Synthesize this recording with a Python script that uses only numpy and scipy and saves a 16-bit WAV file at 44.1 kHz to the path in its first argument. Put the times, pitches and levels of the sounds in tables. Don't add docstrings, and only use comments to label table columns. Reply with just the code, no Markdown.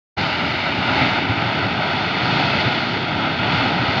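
import sys
import numpy as np
from scipy import signal
from scipy.fft import rfft, irfft, next_fast_len
from scipy.io import wavfile

SR = 44100
rng = np.random.default_rng(int(sys.argv[2]) if len(sys.argv) > 2 else 0)


def to_wav(sig):
    pcm = np.clip(np.atleast_2d(sig), -1, 1) * 32767
    pcm = np.round(pcm).astype(np.int16)
    wavfile.write(sys.argv[1], SR, pcm.T)


N = 176400
TIME_S = np.arange(N) / SR


def from_db(db):
    return 10 ** (np.asarray(db) / 20)


def unit_rms(x):
    return x / np.sqrt(np.mean(x ** 2) + 1e-20)


def fader(levels, trim_db):
    return from_db(trim_db + np.interp(TIME_S, *np.transpose(levels)))


def drift(rate_hz):
    hop, settle = 40, 2000
    pole = np.exp(-2 * np.pi * rate_hz * hop / SR)
    noise = rng.standard_normal(N // hop + settle + 2)
    slow = signal.lfilter([1], [1, -2 * pole, pole * pole], noise)[settle:]
    return np.interp(np.arange(N) / hop, np.arange(len(slow)), unit_rms(slow))


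def impacts(per_s, spread_db):
    hits = rng.random(N) < per_s / SR
    clicks = hits * from_db(spread_db * np.minimum(rng.exponential(1, N), 4))
    return unit_rms(clicks - clicks.mean())


def coloured(x, spectrum, band):
    edges_hz = [20, 500, 1730, 3920, 8200, 16000]
    index = ["rumble", "roar", "rasp", "spray", "mist"].index(band)
    low_hz, high_hz = edges_hz[index:index + 2]
    size = next_fast_len(N + SR // 2)
    hz = np.maximum(np.arange(size // 2 + 1) * SR / size, 1)
    points_hz, points_db = np.transpose(spectrum)
    gain = from_db(np.interp(np.log(hz), np.log(points_hz), points_db))
    gain /= np.sqrt((1 + (low_hz / hz) ** 40) * (1 + (hz / high_hz) ** 40))
    cepstrum = irfft(np.log(gain + 1e-5), size)
    cepstrum[1:size // 2] *= 2
    cepstrum[size // 2 + 1:] = 0
    response = np.exp(rfft(cepstrum, size))
    return unit_rms(irfft(rfft(x, size) * response, size)[:N])


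def microphone_turn(x, before, after, band, middle_s=1.44, length_s=0.95):
    turned = np.clip((TIME_S - middle_s) / length_s + .5, 0, 1)
    return (1 - turned) * coloured(x, before, band) + turned * coloured(x, after, band)


def vent():
    # time_s, level_db
    rumble_level = [(0.2, -25), (0.33, -28.5), (0.4, -26.5), (0.65, -28.5), (0.88, -24.5), (1.03, -24),
                    (1.19, -26), (1.3, -25.3), (1.53, -26), (1.66, -25), (1.72, -27.5), (2.06, -26.7),
                    (2.29, -25), (2.55, -24.5), (2.62, -25.5), (2.7, -26), (2.84, -28), (2.93, -25.5),
                    (3.05, -26), (3.27, -25), (3.33, -27.5), (3.52, -25.5), (3.6, -25.5), (3.68, -23.7),
                    (3.97, -24.5)]
    # frequency_hz, gain_db
    rumble_before = [(30, -31.5), (48, -24), (65, -13.5), (85, -2.2), (110, -2), (140, -1.5), (175, 0.5),
                     (220, -4.5), (270, 1.3), (330, -4.5), (410, -8.5), (480, -12), (520, -11.5)]
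    rumble_after = [(30, -30.5), (48, -19.5), (65, -16.5), (85, -3.5), (110, -0.7), (140, -1), (175, -1),
                    (220, -2.7), (270, -1.4), (330, -4.3), (410, -7.5), (480, -10.5), (520, -11)]
    bursts = rng.standard_normal(N) + from_db(-5) * impacts(per_s=80, spread_db=1.5)
    rumble = microphone_turn(bursts, rumble_before, rumble_after, "rumble")
    return fader(rumble_level, trim_db=0.21) * rumble


def jet_roar(blast):
    # time_s, level_db
    roar_level = [(0.2, -23.5), (0.45, -24), (0.63, -27), (0.67, -22.5), (0.72, -26), (0.86, -23.5),
                  (0.9, -20.5), (1.03, -20.5), (1.08, -22.5), (1.15, -21.3), (1.22, -25.5), (1.48, -23),
                  (1.54, -26), (1.67, -22.5), (1.73, -27), (1.79, -22.5), (2.14, -24.5), (2.3, -21.5),
                  (2.42, -21.5), (2.48, -23.8), (2.53, -22), (2.85, -24.5), (3.05, -26.5), (3.25, -23),
                  (3.38, -27), (3.44, -21.5), (3.62, -22), (3.76, -24.5), (3.8, -22), (3.97, -22.5)]
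    # frequency_hz, gain_db
    roar_colour = [(495, -10), (538, -8), (624, -2.5), (797, -0.6), (818, 0), (947, -2), (1034, -8.5),
                   (1098, -14.5), (1227, -4.5), (1314, -1.5), (1421, -1.2), (1529, -4), (1680, -10.5),
                   (1766, -15)]
    return fader(roar_level, trim_db=-0.12) * coloured(blast, roar_colour, "roar")


def jet_rasp(blast):
    # time_s, level_db
    rasp_level = [(0.2, -25.5), (0.79, -25.5), (0.9, -23.5), (1.03, -21), (1.15, -23.5), (1.28, -26.5),
                  (1.45, -25.5), (1.75, -27.6), (1.93, -26), (2.24, -25), (2.35, -23), (2.56, -24),
                  (2.71, -24.5), (2.78, -24.5), (2.84, -26.3), (3.07, -28), (3.28, -26), (3.38, -28.3),
                  (3.43, -25), (3.58, -23.5), (3.65, -24), (3.7, -26), (3.97, -24.3)]
    # frequency_hz, gain_db
    rasp_before = [(1723, -6.5), (1790, -6.5), (2024, 1.5), (2369, 1), (2455, -4.5), (2627, -2), (2756, -2),
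                   (2885, -1), (3230, -8), (3340, -7), (3700, -3.5), (3962, -18)]
    rasp_after = [(1723, -9), (1852, -2.5), (2110, 1), (2412, -3.5), (2584, 0), (2756, -5.5), (2929, -1),
                  (3101, -7), (3402, -1.5), (3445, -5.5), (3575, -1.5), (3962, -13)]
    return fader(rasp_level, trim_db=0.08) * microphone_turn(blast, rasp_before, rasp_after, "rasp")


def spray(blast):
    # time_s, level_db
    spray_level = [(0.2, -33), (0.3, -35), (0.79, -37), (0.95, -33.5), (1.05, -33), (1.14, -34),
                   (1.28, -39.5), (1.37, -37), (1.63, -37), (1.76, -38), (1.97, -35), (2.1, -36),
                   (2.39, -31.5), (2.65, -33.5), (2.92, -35.5), (3.08, -38.5), (3.31, -37.5), (3.4, -38.5),
                   (3.56, -32.5), (3.77, -36.5), (3.97, -33.3)]
    mist_level = [(0.2, -72), (0.45, -73), (0.56, -70.5), (0.62, -74), (0.76, -74.5), (1.06, -72),
                  (1.34, -77.5), (1.69, -76.5), (2.6, -72.5), (3.13, -79), (3.58, -75), (3.97, -75.5)]
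    # frequency_hz, gain_db
    spray_before = [(3876, 0.5), (4400, 2), (4700, -5.5), (4930, -3), (5340, -15), (5685, -15),
                    (5943, -22.5), (6288, -22.5), (6600, -24), (8010, -44), (8355, -46.5)]
    spray_after = [(3876, -4), (4221, 2.5), (4680, -2.5), (4870, -9.5), (5150, -10.5), (5943, -22.5),
                   (6288, -24), (7063, -32.5), (7924, -48.5), (8355, -50.5)]
    mist_colour = [(8200, -7), (9000, -3.5), (11000, -1), (12400, 1.5), (13400, -2), (14300, -13),
                   (15400, -16)]
    spatter = blast + from_db(-7) * impacts(per_s=1700, spread_db=1)
    hiss = microphone_turn(spatter, spray_before, spray_after, "spray")
    mist = coloured(spatter, mist_colour, "mist")
    return fader(spray_level, trim_db=0.8) * hiss + fader(mist_level, trim_db=0.1) * mist


def glugs(rise_s=0.014, decay_s=0.014, trim_db=-1.9):
    # start_s, pitch_hz, level_db
    bubbles = [(0.204, 104, -21), (0.902, 109, -20), (0.932, 106, -20.5), (1.01, 132, -19),
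               (1.011, 250, -16), (1.099, 193, -20), (1.23, 271, -21.5), (1.291, 110.6, -17.5),
               (1.445, 116, -18), (1.641, 111, -22.5), (1.649, 187, -19), (1.763, 117, -23),
               (2.226, 118, -20), (2.276, 187, -21), (2.436, 136, -20), (2.65, 122, -16.5),
               (3.102, 145, -19), (3.255, 140, -22), (3.406, 172, -18.5), (3.469, 121, -21),
               (3.527, 147, -17), (3.567, 110, -18), (3.628, 245, -21.5), (3.73, 170, -16.5),
               (3.791, 123, -19.7), (3.961, 133, -19.5)]
    glide_per_s = 1.3
    out = np.zeros(N)
    for start_s, pitch_hz, level_db in bubbles:
        age_s = np.clip(TIME_S - start_s, 0, .5)
        swell = (1 - np.exp(-age_s / rise_s)) ** 2 * np.exp(-age_s / decay_s)
        cycles = pitch_hz * (age_s + glide_per_s * age_s * (age_s / 2 - decay_s))
        out += from_db(level_db + trim_db) * swell / swell.max() * np.sin(2 * np.pi * cycles)
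    return out


def splash_gain():
    # crest_s, half_length_s, swell_db
    splashes = [(1.025, .012, 2), (2.609, 0.015, 3.2)]
    return from_db(sum(swell_db * np.exp(-((TIME_S - crest_s) / half_length_s) ** 2)
                       for crest_s, half_length_s, swell_db in splashes))


def whistle(pitch_hz=2595, width_hz=110, crest_s=2.49, half_length_s=0.12, level_db=-32.5):
    band_hz = [pitch_hz - width_hz / 2, pitch_hz + width_hz / 2]
    bandpass = signal.butter(2, band_hz, "band", fs=SR, output="sos")
    tone = signal.sosfilt(bandpass, rng.standard_normal(N))
    swell = np.exp(-((TIME_S - crest_s) / half_length_s) ** 2)
    return from_db(level_db) * swell * unit_rms(tone)


def scene():
    turbulence = rng.standard_normal(N)
    shocks = from_db(-5.5) * impacts(per_s=1100, spread_db=3.0)
    blast = turbulence - shocks
    sputter = from_db(0.22 * drift(rate_hz=18))
    body = vent() + jet_roar(blast) + glugs()
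    treble = (jet_rasp(blast) + spray(blast)) * splash_gain()
    return (sputter * (body + treble + whistle()))[None]


def record(dry, start_s=0.1643, fade_in_s=0.014, stopband_hz=16400):
    opening = np.clip((TIME_S - start_s) / fade_in_s, 0, 1)
    lowpass = signal.cheby2(12, 70, stopband_hz, fs=SR, output="sos")
    return signal.sosfilt(lowpass, dry * opening ** 2)


dry = scene()
out = record(dry)
to_wav(out)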